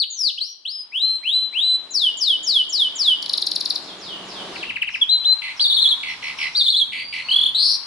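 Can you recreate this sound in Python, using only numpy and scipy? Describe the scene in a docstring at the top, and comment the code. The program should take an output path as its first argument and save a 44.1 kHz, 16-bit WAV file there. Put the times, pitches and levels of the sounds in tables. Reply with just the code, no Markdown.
"""A canary singing close by

A canary sings close to the microphone in a small room: slides, whistles, swoops, ticks, rolls and warbles.
Each syllable is a gliding tone with overtones, often repeated in a run; near walls and the room answer it.
A second bird sings faintly further off. Behind them filtered noise makes a rush that swells, then drops
back to a deeper rumble, with a low hum at its crest."""
import sys
import numpy as np
from scipy import signal
from scipy.fft import rfft, irfft, next_fast_len
from scipy.io import wavfile
from scipy.ndimage import map_coordinates

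SR = 44100
rng = np.random.default_rng(int(sys.argv[2]) if len(sys.argv) > 2 else 0)


def waveform_to_disk(signal):
    """Save audio, clipped to [-1, 1], as 16-bit WAV at the path in sys.argv[1]."""
    frames = np.transpose(np.atleast_2d(signal))
    scaled = np.clip(frames, -1, 1) * 32767
    samples = np.round(scaled).astype(np.int16)
    wavfile.write(sys.argv[1], SR, samples)


N = 346626
TIME = np.arange(N) / SR
DROP_S = 4.68  # the rumble turns deeper here
HUM_HZ = 191.6  # centre of the wavering hum
TOP_HZ = 11250  # upper limit of the recorder

# All levels in these tables are those before the final mix.
# Shapes of the falling syllables, before each note's stretch and pitch factor; the names give the units
SLIDE_SHAPE = dict(length_s=0.22, end_hz=2725, fall_hz_per_s=15300, plunge_hz=1296, plunge_s=0.022, attack_s=0.034, release_s=0.047, edge_db=9, crescendo_db=12.5, third_db=-5)
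TICK_SHAPE = dict(length_s=0.019, end_hz=3090, fall_hz_per_s=198000, plunge_hz=681, plunge_s=0.0017, attack_s=0.00086, release_s=0.0025, edge_db=32, crescendo_db=35.5, third_db=-25)
CHUCK_SHAPE = dict(length_s=.027, end_hz=1196, fall_hz_per_s=55000, plunge_hz=922, plunge_s=0.00375, attack_s=0.013, release_s=.011, edge_db=21, crescendo_db=3.5, third_db=0)
CHIP_SHAPE = dict(length_s=0.033, end_hz=2225, fall_hz_per_s=12000, plunge_hz=898, plunge_s=0.0024, attack_s=0.011, release_s=0.0082, edge_db=37, crescendo_db=-5, third_db=-14)
FAR_CHIRP_SHAPE = dict(length_s=0.069, end_hz=4800, fall_hz_per_s=13000, plunge_hz=302, plunge_s=.02, attack_s=0.014, release_s=0.056, edge_db=8, crescendo_db=-10, third_db=-23, jitter=0.058)
# Runs of falling syllables: [end t/s, time stretch, pitch factor, level/dB]
SLIDE_RUN = [(.043, 1, 1.035, -12.5), (.308, 0.95, 0.967, -15.5)]
TICK_RUN = [(3.23, 0.6, 1.06, -15), (3.2638, .33, 0.91, -11), (3.3005, 0.71, 0.98, -10.5),
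            (3.342, .95, 0.96, -10.5), (3.3845, 0.84, 0.96, -10), (3.4287, 1.05, 0.95, -10),
            (3.4753, 0.85, 0.99, -9.5), (3.5202, 0.56, 0.98, -9), (3.5669, 0.93, 0.98, -10),
            (3.6155, 0.88, 0.98, -9.5), (3.6628, 0.77, 0.99, -9.5), (3.712, 1.2, 0.98, -9.5),
            (3.7653, 1.1, 0.98, -11.5)]
CHUCK_RUN = [(4.571, 0.73, 0.92, -28), (4.645, 0.9, 0.94, -23.5), (4.713, 0.82, 0.94, -18.5),
             (4.775, 0.81, 0.91, -18.5), (4.836, 0.83, 0.95, -16.5), (4.8965, 0.98, 0.93, -20),
             (4.962, 0.94, 0.93, -17)]
CHIP_RUN = [(5.041, 0.96, 1, -11.5)]  # the chip that ends the chucks
FAR_CHIRP_RUN = [(4.97, 1, 1, -37), (5.61, 0.8, 1, -35), (6.14, 1, 0.98, -38), (6.29, 1, 0.98, -36),
                 (6.44, 1, 0.96, -29), (6.59, 1, 1, -37)]
# Whistles of the near and the far bird: [start t/s, length t/s, start f/Hz, held f/Hz, rise t/s, drift/(Hz/s),
# attack t/s, release t/s, rising level/dB, held level/dB, dip between the two voices/dB]
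WHISTLE_NOTES = [(.374, 0.18, 2916, 5640, 0.095, 1100.5, 0.022, 0.021, -14, -34, 36),
                 (.648, 0.22, 2900, 5113, .068, -1100, 0.012, 0.055, -20, -29.5, 10),
                 (.915, 0.27, 2280, 4081, 0.11, 154, 0.06, 0.014, -18.5, -15.5, 8.5),
                 (1.227, 0.22, 2200, 4022, 0.11, 123.5, 0.069, 0.019, -15, -13.5, 7.5),
                 (1.523, 0.25, 2167, 4007, 0.11, 74, 0.07, 0.019, -15, -14, 4.5),
                 (5.083, 0.12, 3630, 4077, 0.018, -700, 0.014, 0.038, -12.5, -12.5, 1.5),
                 (5.239, 0.11, 3078, 4040, 0.018, 451.5, 0.021, 0.019, -12, -12, 1.5)]
FAR_WHISTLE_NOTES = [(6.92, 0.19, 4270, 4650, 0.072, 503, 0.055, 0.037, -46, -31.5, 0.00023),
                     (7.12, 0.073, 5015, 5700, 0.024, 2, 0.026, 0.037, -41, -40.5, 0),
                     (7.19, 0.15, 4140, 4680, .13, 0, 0.058, 0.016, -33.5, -28.5, 0)]
# Swoops of the near and the far bird: [start t/s, time stretch, pitch factor, level/dB]
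SWOOP_RUN = [(1.904, 0.99, 0.98, -14), (2.169, 0.94, 1, -13.5), (2.428, 0.97, 0.99, -12.5),
             (2.689, 0.92, 1.001, -13.5), (2.951, 0.95, 0.99, -12.5)]
FAR_SWOOP_RUN = [(3.82, 0.47, 1.07, -32.5), (3.98, 0.83, 0.96, -29), (4.25, .85, .99, -31),
                 (4.5, 0.96, 0.89, -31.5)]
# Arched notes, each answered by a peep from the other side of the syrinx (the bird's voice organ):
# [start t/s, length t/s, top f/Hz, level/dB, peep level/dB]
ARCH_NOTES = [(5.595, 0.0057, 3420, -12.5, -18), (7.283, 0.019, 2993, -18.5, -22),
              (7.308, .02, 3210, -9.5, -17), (7.333, .02, 3342, -13, -24), (7.356, .019, 3450, -10.5, -26),
              (7.383, 0.017, 3396, -12.5, -21), (7.408, .018, 3525, -9, -24),
              (7.433, 0.014, 3545, -11, -20.5), (7.457, .02, 3538, -9, -25), (7.485, .016, 3460, -16, -42)]
# Rolls of rattles: [start t/s, length t/s, spacing t/s, level/dB]
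RATTLE_ROLLS = [(5.418, .111, 0.01, -26), (6.031, .112, 0.013, -23), (6.225, .105, 0.014, -23),
                (6.387, .105, 0.013, -19.5), (6.92, .116, 0.011, -24.5), (7.125, .104, 0.012, -22.5)]
# Warbled phrases: [start t/s, length t/s, first low note f/Hz, last low note f/Hz, level/dB]
WARBLE_PHRASES = [(5.599, 0.35, 3510, 3320, -11), (6.546, 0.3, 3473, 3293, -12.5)]
# Crests that the warbles climb to: [t/s, height f/Hz, width t/s, weakening/dB]
WARBLE_CRESTS = [(5.625, 1117, .019, 5), (5.685, 853, .016, 8.5), (5.749, 878, .019, 5),
                 (5.819, 826, .02, 5), (5.895, 735, .018, 7), (6.579, 1207, .023, 4),
                 (6.642, 837, .018, 5.5), (6.706, 875, .02, 4), (6.78, 823, .021, 6.5)]
# How strongly the microphone picks up the overtones: [f/Hz, level/dB]
OVERTONE_LEVELS = [(4000, -11), (6000, -43), (7500, -34.5), (8300, -32), (9500, -27.5), (11000, -24.5)]
# Extra strength of the ticks' overtones: [f/Hz, level/dB]
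TICK_OVERTONE_BOOST = [(8300, 1), (9500, 8.5), (10700, 16)]
# Left-right difference for each pitch: [f/Hz, level/dB]
PITCH_BALANCE = [(2000, -5.5), (2700, 7), (3300, -3.5), (3700, 4), (4050, 4), (4500, 5.5), (5200, 5),
                 (7000, 2)]
# Left-right difference as the head turns: [t/s, level/dB]
HEAD_BALANCE = [(0, 3.5), (1.1, 3.5), (1.7, 4), (2.2, 4), (3.4, 1), (5.2, 3.5), (5.7, 1), (6.7, 0.5),
                (7.8, 2.5)]
# Delay of the left port as the bird shifts on its perch: [t/s, delay t/ms]
PORT_LAG = [(3.5, 0), (4.2, 0.096), (6.4, 0.068), (7, 0)]
# Echoes of near surfaces: [delay t/s, left gain, right gain]
WALL_ECHOES = [(.003, 0.066, 1), (.0074, 0.13, 0.17), (0.0111, 0.19, 0.12), (0.0197, .24, 0.18)]
# Time in which the room's tail fades by 60 dB: [f/Hz, fade t/s]
ROOM_FADE = [(1000, 0.25), (3000, 0.63), (5000, 0.56), (11000, 0.53)]
# Course of the rush, before the lift of its middle part: [t/s, low level/dB, middle level/dB]
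RUSH_LEVELS = [(0.0, -68, -70), (0.5, -75, -71.5), (1.05, -65, -63), (1.878, -53.5, -52.5),
               (2.299, -55, -55.5), (3.4, -49, -48), (4.6, -40.5, -41.5), (4.77, -57.5, -53.5),
               (5.65, -60, -47), (6.45, -54, -45), (6.7, -57, -55), (7.35, -53.5, -48.5),
               (7.86, -62, -52.5)]
# Relative colours of the rumble before and after the drop, and of the airy middle: [f/Hz, level/dB]
EARLY_RUMBLE = [(15, -65.5), (25, -37.5), (124, -13.5), (184, -8), (230, -10), (280, -3.5), (360, -2),
                (500, -8), (700, -4), (910, -15.5), (1540, -120)]
LATE_RUMBLE = [(15, -60), (25, -23), (59, -3), (179, 0.5), (287, 1), (334, -4), (700, -5), (910, -25.5),
               (1540, -120)]
AIR_COLOUR = [(400, -14.5), (700, -7), (900, 1), (1090, 2), (1300, -2), (2000, -5), (4000, -2), (7000, -17),
              (11000, -22.5)]
# Likeness of the left and right rush, 1 being the same: [f/Hz, likeness]
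STEREO_LIKENESS = [(30, .6), (100, 0.96), (300, 0.93), (700, 0.74), (1500, 0.51), (5000, 0.096)]
# The low tone at the crest of the rush: [t/s, level/dB]
HUM_LEVELS = [(3.5, -67), (3.9, -54), (4.55, -46.5), (4.66, -60), (4.72, -92)]


def near_bird(flutter_edge_db=5):
    """The whole near song; the fluttering phrases have slightly stronger overtones."""
    clear = downsweeps(SLIDE_RUN, **SLIDE_SHAPE) + downsweeps(CHUCK_RUN, **CHUCK_SHAPE)
    clear += downsweeps(CHIP_RUN, **CHIP_SHAPE)
    clear += whistles(WHISTLE_NOTES) + swoops(SWOOP_RUN) + arches()
    fluttering = (warbles() + quaver()) * amp([[0], [flutter_edge_db]])
    return microphone(clear + sharp_song() + fluttering)


def downsweeps(run, length_s, end_hz, fall_hz_per_s, plunge_hz, plunge_s, attack_s, release_s,
               edge_db, crescendo_db, third_db, jitter=.002):
    """The pitch falls steadily as the level changes, then plunges as the syrinx lets go."""
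    track = np.zeros((2, N))
    for end, stretch, pitch, db in run:
        at, t = span(end - stretch * length_s, stretch * length_s)
        t = t / stretch
        left = length_s - t  # time still to go
        plunge = plunge_hz * (1 - np.exp(-left / plunge_s))
        hz = end_hz + fall_hz_per_s * left + plunge
        level = envelope(t, attack_s, release_s, edge_db)
        level -= crescendo_db * np.maximum(left - release_s, 0) / length_s
        add(track, at, pitch * hz, db + level, jitter=jitter, third_db=third_db)
    return track


def whistles(rows, knee_hz=125, scoop_hz=650, scoop_s=.006, break_hz=3620, break_width_hz=260,
             sag_db_per_s=14, settle_share=0.69):
    """A scoop and a climb to a held note; the level dips where one side of the syrinx hands to the other."""
    track = np.zeros((2, N))
    for row in rows:
        s, length, start_hz, held_hz, rise, drift, attack, release, rising_db, held_db, break_db = row
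        at, t = span(s, length)
        held_time = np.maximum(t - rise, 0)
        climb = ease((held_hz - start_hz) * (1 - t / rise), knee_hz)
        scoop = scoop_hz * np.exp(-t / scoop_s)
        hz = held_hz + drift * held_time - climb - scoop
        settling = bump((t / rise) ** 2, 0, settle_share ** 2)  # from the rising level to the held one
        level = held_db + (rising_db - held_db) * settling - sag_db_per_s * held_time
        level += envelope(t, attack, release, edge_db=29)
        level -= break_db * bump(hz, break_hz, break_width_hz)
        add(track, at, hz, level, jitter=.002, shimmer_db=.7, third_db=-7)
    return track


def swoops(run, length_s=.22, aim_hz=2430, drop_hz=5600, relax_s=0.08, rest_hz=2940,
           scoop_hz=2000, scoop_s=0.00308, break_hz=4150, break_width_hz=430, break_db=6, swell_db_per_s=20):
    """The pitch leaps up and relaxes to a resting note, swelling but for a dip between the two voices."""
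    track = np.zeros((2, N))
    for s, stretch, pitch, db in run:
        at, t = span(s, stretch * length_s)
        t = t / stretch
        relaxing = aim_hz + drop_hz * np.exp(-t / relax_s)
        hz = rest_hz + ease(relaxing - rest_hz, knee=70)
        hz -= scoop_hz * np.exp(-t / scoop_s)
        level = envelope(t, attack_s=0.088, release_s=0.071, edge_db=18.5)
        level += swell_db_per_s * (t - length_s / 2)
        level -= break_db * bump(hz, break_hz, break_width_hz)
        add(track, at, pitch * hz, db + level, third_db=-3)
    return track


def sharp_song(roll_edge_db=8):
    """Ticks and rolls are forced out abruptly, which strengthens their overtones."""
    ticks, rattles = downsweeps(TICK_RUN, **TICK_SHAPE), rolls()
    tick_overtones = filtered(ticks[1], lambda hz: amp(along(TICK_OVERTONE_BOOST, hz)))
    return np.array([ticks[0] + rattles[0], tick_overtones + amp(roll_edge_db) * rattles[1]])


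def rolls(top_hz=3900, base_hz=2050, relax_s=0.00207, rattle_s=0.01, fade_db=5):
    """Each rattle snaps down to a low base note; the roll swells and fades."""
    track = np.zeros((2, N))
    for s, length, spacing, db in RATTLE_ROLLS:
        count = round(length / spacing)
        # Chance differences of each rattle: time (s), share of the pitch, level (dB)
        chance = rng.standard_normal((count, 3)) * [.0003, .025, 1.5]
        for k, (dt, bend, level) in enumerate(chance):
            at, t = span(s + spacing * k + dt, rattle_s)
            hz = (base_hz + (top_hz - base_hz) * np.exp(-t / relax_s)) * (1 + bend)
            level += envelope(t, attack_s=.0006, release_s=.004, edge_db=8)
            level -= fade_db * (2 * k / count - .8) ** 2
            add(track, at, hz, db + level, jitter=0.017, third_db=-0.5, fourth_db=-14)
    return track


def arches(top_share=0.596, bend_hz=1900, peep_hz=4250, peep_s=0.01, overlap_s=0.001):
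    """Short notes that rise and tip over, each followed by a higher peep."""
    track = np.zeros((2, N))
    for s, length, top_hz, db, peep_db in ARCH_NOTES:
        at, t = span(s, length)
        share = t / length
        hz = top_hz - bend_hz * (share - top_share) ** 2
        # Here the attack and release are shares of the note
        add(track, at, hz, db + envelope(share, .3, .35, edge_db=21), third_db=-5)

        at, t = span(s + length - overlap_s, peep_s)
        hz = peep_hz - bend_hz / 2 * (t / peep_s - top_share) ** 2
        add(track, at, hz, peep_db + envelope(t, peep_s / 2, peep_s / 2, edge_db=3))
    return track


def warbles(flutter_hz=380, flutter_depth_hz=170, scatter_hz=70, rough_db=3.5, pulse_db=2.5,
            slow_fall=1.15, squareness=2.8):
    """A loud low note climbs to crest after crest, where it weakens and turns rough and fluttery."""
    track = np.zeros((2, N))
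    when, height, width, weakening = np.transpose(WARBLE_CRESTS)
    for s, length, first_hz, last_hz, db in WARBLE_PHRASES:
        at, t = span(s, length)
        away = (s + t[:, None] - when) / width
        away = np.where(away > 0, away / slow_fall, away)  # crests fall slower than they rise
        crests = np.exp(-np.abs(away) ** squareness)
        rough = np.clip(1.5 * crests.sum(axis=1), .15, 1)
        flutter_rate = flutter_hz * (1 + .15 * wobble(at, 150))
        flutter = np.sin(2 * np.pi * np.cumsum(flutter_rate) / SR)
        hz = first_hz + (last_hz - first_hz) * t / length + crests @ height
        hz += rough * (flutter_depth_hz * flutter + scatter_hz * wobble(at, 450))
        level = db + envelope(t, attack_s=0.0095, release_s=0.036, edge_db=20) - crests @ weakening
        level += rough * (rough_db * wobble(at, 400) - pulse_db * flutter)
        add(track, at, hz, level, jitter=.004, third_db=-8.5)
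    return track


def quaver(s=7.545, length_s=.226, start_hz=3830, climb_hz=1400, climb_s=0.11, period_s=0.0035, slowing=0.033,
           depth_hz=200, widen_hz_per_s=3900, db=-15.5, fade_db_per_s=12, pulse_db=4):
    """The closing buzz climbs; its zigzag vibrato slows and widens, loudest at the bottom of each swing."""
    track = np.zeros((2, N))
    at, t = span(s, length_s)
    swings_per_s = 1 / (period_s + slowing * t)
    swing = signal.sawtooth(2 * np.pi * np.cumsum(swings_per_s) / SR, .5)
    hz = start_hz + climb_hz * (1 - np.exp(-t / climb_s))
    hz += (depth_hz + widen_hz_per_s * t) * swing
    level = db + envelope(t, attack_s=.006, release_s=0.031, edge_db=10)
    level -= fade_db_per_s * (t - length_s / 2) + pulse_db * swing
    add(track, at, hz, level, jitter=.003)
    return track


def add(track, at, hz, db, jitter=0.0017, shimmer_db=1.5, third_db=-4, fourth_db=-18):
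    """Sing one slightly unsteady tone into track: the fundamental in row 0, its overtones in row 1."""
    hz = hz * (1 + jitter * wobble(at, 500))
    phase = 2 * np.pi * np.cumsum(hz) / SR
    size = np.sqrt(2) * amp(db + shimmer_db * wobble(at, 120))
    size = size * signal.windows.tukey(len(at), np.clip(96 / len(at), .05, 1))  # soft ends, no clicks
    track[0, at] += size * np.sin(phase)
    for k, level in enumerate([0, third_db, fourth_db], 2):
        audible = np.clip((SR / 2 - k * hz) / 6000, 0, 1)  # fade out below half the sample rate
        track[1, at] += size * amp(level) * audible * np.sin(k * phase)


def microphone(track, notch_hz=6200, notch_width_hz=450, notch_db=13):
    """The microphone hears the fundamental freely but for one notch in the treble; the overtones stay weak."""
    tone = filtered(track[0], lambda hz: amp(-notch_db * bump(hz, notch_hz, notch_width_hz)))
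    overtones = filtered(track[1], lambda hz: amp(along(OVERTONE_LEVELS, hz)))
    return tone + overtones


def far_bird():
    """A second canary sings swoops, hoarse chirps and whistles, made in the same way."""
    chirps = downsweeps(FAR_CHIRP_RUN, **FAR_CHIRP_SHAPE)
    return microphone(swoops(FAR_SWOOP_RUN) + chirps + whistles(FAR_WHISTLE_NOTES))


def walls(x, ring_s=0.022, ring_hz=2720, ring_width_hz=220, ring_db=-11):
    """Direct sound at the two ports, and echoes of near surfaces; one returns only a narrow band."""
    half_lag = np.interp(TIME, *np.transpose(PORT_LAG)) * SR / 2000  # half the lag, ms to samples
    out = np.array([map_coordinates(x, [np.arange(N) + side * half_lag]) for side in (-1, 1)])
    for delay, left, right in WALL_ECHOES:
        echo = np.pad(x, (int(delay * SR), 0))[:N]
        out += np.outer([left, right], echo)

    def narrow_echo(hz):
        delayed = np.exp(-2j * np.pi * hz * ring_s)
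        return bump(hz, ring_hz, ring_width_hz) * delayed
    return out + amp(ring_db) * filtered(x, narrow_echo)


def room(x, gap_s=0.0046):
    """The diffuse tail: noise in which each frequency dies at its own speed."""
    hz, t, z = signal.stft(rng.standard_normal((2, SR // 2)), SR, nperseg=256)
    fading = amp(-60 * t / along(ROOM_FADE, hz)[:, None])
    tail = signal.istft(z * fading, SR, nperseg=256)[1]
    tail = tail / np.linalg.norm(tail[0])
    late = np.pad(x, (int(gap_s * SR), 0))
    return signal.fftconvolve(late[None], tail, axes=1)[:, :N]


def background(air_db=5.0, wander_db=1.54):
    """A broad, slightly unsteady rush that swells, drops back and leaves a deeper rumble."""
    s, low, middle = np.transpose(RUSH_LEVELS)
    rumble = np.where(TIME < DROP_S, rush(EARLY_RUMBLE), rush(LATE_RUMBLE))
    low_level = np.interp(TIME, s, low) + wander_db * wobble(TIME, 7)
    air_level = np.interp(TIME, s, middle) + air_db + wander_db * wobble(TIME, 7)
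    return amp(low_level) * rumble + amp(air_level) * rush(AIR_COLOUR)


def rush(spectrum):
    """Coloured stereo noise of rms 1; left and right are most alike in the bass."""
    def colour(hz):
        turn = np.arccos(np.clip(along(STEREO_LIKENESS, hz), -1, 1)) / 2
        return amp(along(spectrum, hz)) * [np.cos(turn), np.sin(turn)]
    mid, side = filtered(rng.standard_normal((2, N)), colour)
    return unit(np.array([mid + side, mid - side]))


def hum(waver=0.015):
    """A wavering low tone that ends when the rush drops."""
    phase = 2 * np.pi * np.cumsum(HUM_HZ * (1 + waver * wobble(TIME, 20))) / SR
    level = np.interp(TIME, *np.transpose(HUM_LEVELS)) + 1.8 * wobble(TIME, 12)
    started = TIME > HUM_LEVELS[0][0]
    return amp(level) * np.sin(phase) * started


def span(s, length_s):
    """The samples that a note covers, and the time since its start."""
    at = np.arange(max(0, int(s * SR)), min(N, int((s + length_s) * SR)))
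    return at, np.maximum(at / SR - s, 0)


def envelope(t, attack_s, release_s, edge_db):
    """Attack, hold and release in dB, from and to edge_db below the hold."""
    attack = np.clip(1 - t / attack_s, 0, 1) ** 2
    release = np.clip(1 - (t[-1] - t) / release_s, 0, 1) ** 2
    return -edge_db * (attack + release)


def wobble(t, rate):
    """A smooth random curve over the times t, with rate random points a second."""
    knots = np.arange(len(t)) * rate / SR
    return map_coordinates(rng.standard_normal(int(len(t) * rate / SR) + 4), [knots + 1])


def bump(x, centre, width):
    """A bell curve of height 1."""
    return np.exp(-((x - centre) / width) ** 2)


def ease(excess, knee):
    """The positive part of excess, with a rounded corner."""
    return knee * np.logaddexp(0, excess / knee)


def amp(db):
    """Decibels to gain."""
    return 10 ** (np.asarray(db) / 20)


def unit(x):
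    """Scale to rms 1 (rms is a kind of average size)."""
    return x / np.sqrt(np.mean(x ** 2) + 1e-20)


def along(points, hz):
    """Read a table of (f/Hz, value) at any frequency, on a log axis."""
    f, v = np.transpose(points)
    return np.interp(np.log(hz + 1), np.log(f + 1), v)


def filtered(x, response):
    """Reshape the frequencies of x by the gain that response gives for each."""
    m = next_fast_len(N + SR // 4)
    return irfft(rfft(x, m) * response(np.fft.rfftfreq(m, 1 / SR)), m)[..., :N]


def scene(song_db=-4.0, room_db=-11.5, far_db=-3):
    """The near bird is mostly direct sound, the far one mostly room."""
    song, far = near_bird(), far_bird()
    sides = np.array([[.5], [-.5]])  # half of each difference to the left, half to the right
    turning = sides * np.interp(TIME, *np.transpose(HEAD_BALANCE))
    near = amp(song_db + turning) * walls(song) + amp(room_db) * room(song)
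    near = filtered(near, lambda hz: amp(along(PITCH_BALANCE, hz) * sides))
    distant = amp(far_db) * (room(far) + far / 2)
    return near + distant + background() + hum()


def record(dry):
    """The recorder's steep band limit."""
    return filtered(dry, lambda hz: 1 / np.sqrt(1 + (hz / TOP_HZ) ** 220))


dry = scene()
out = record(dry)
waveform_to_disk(out)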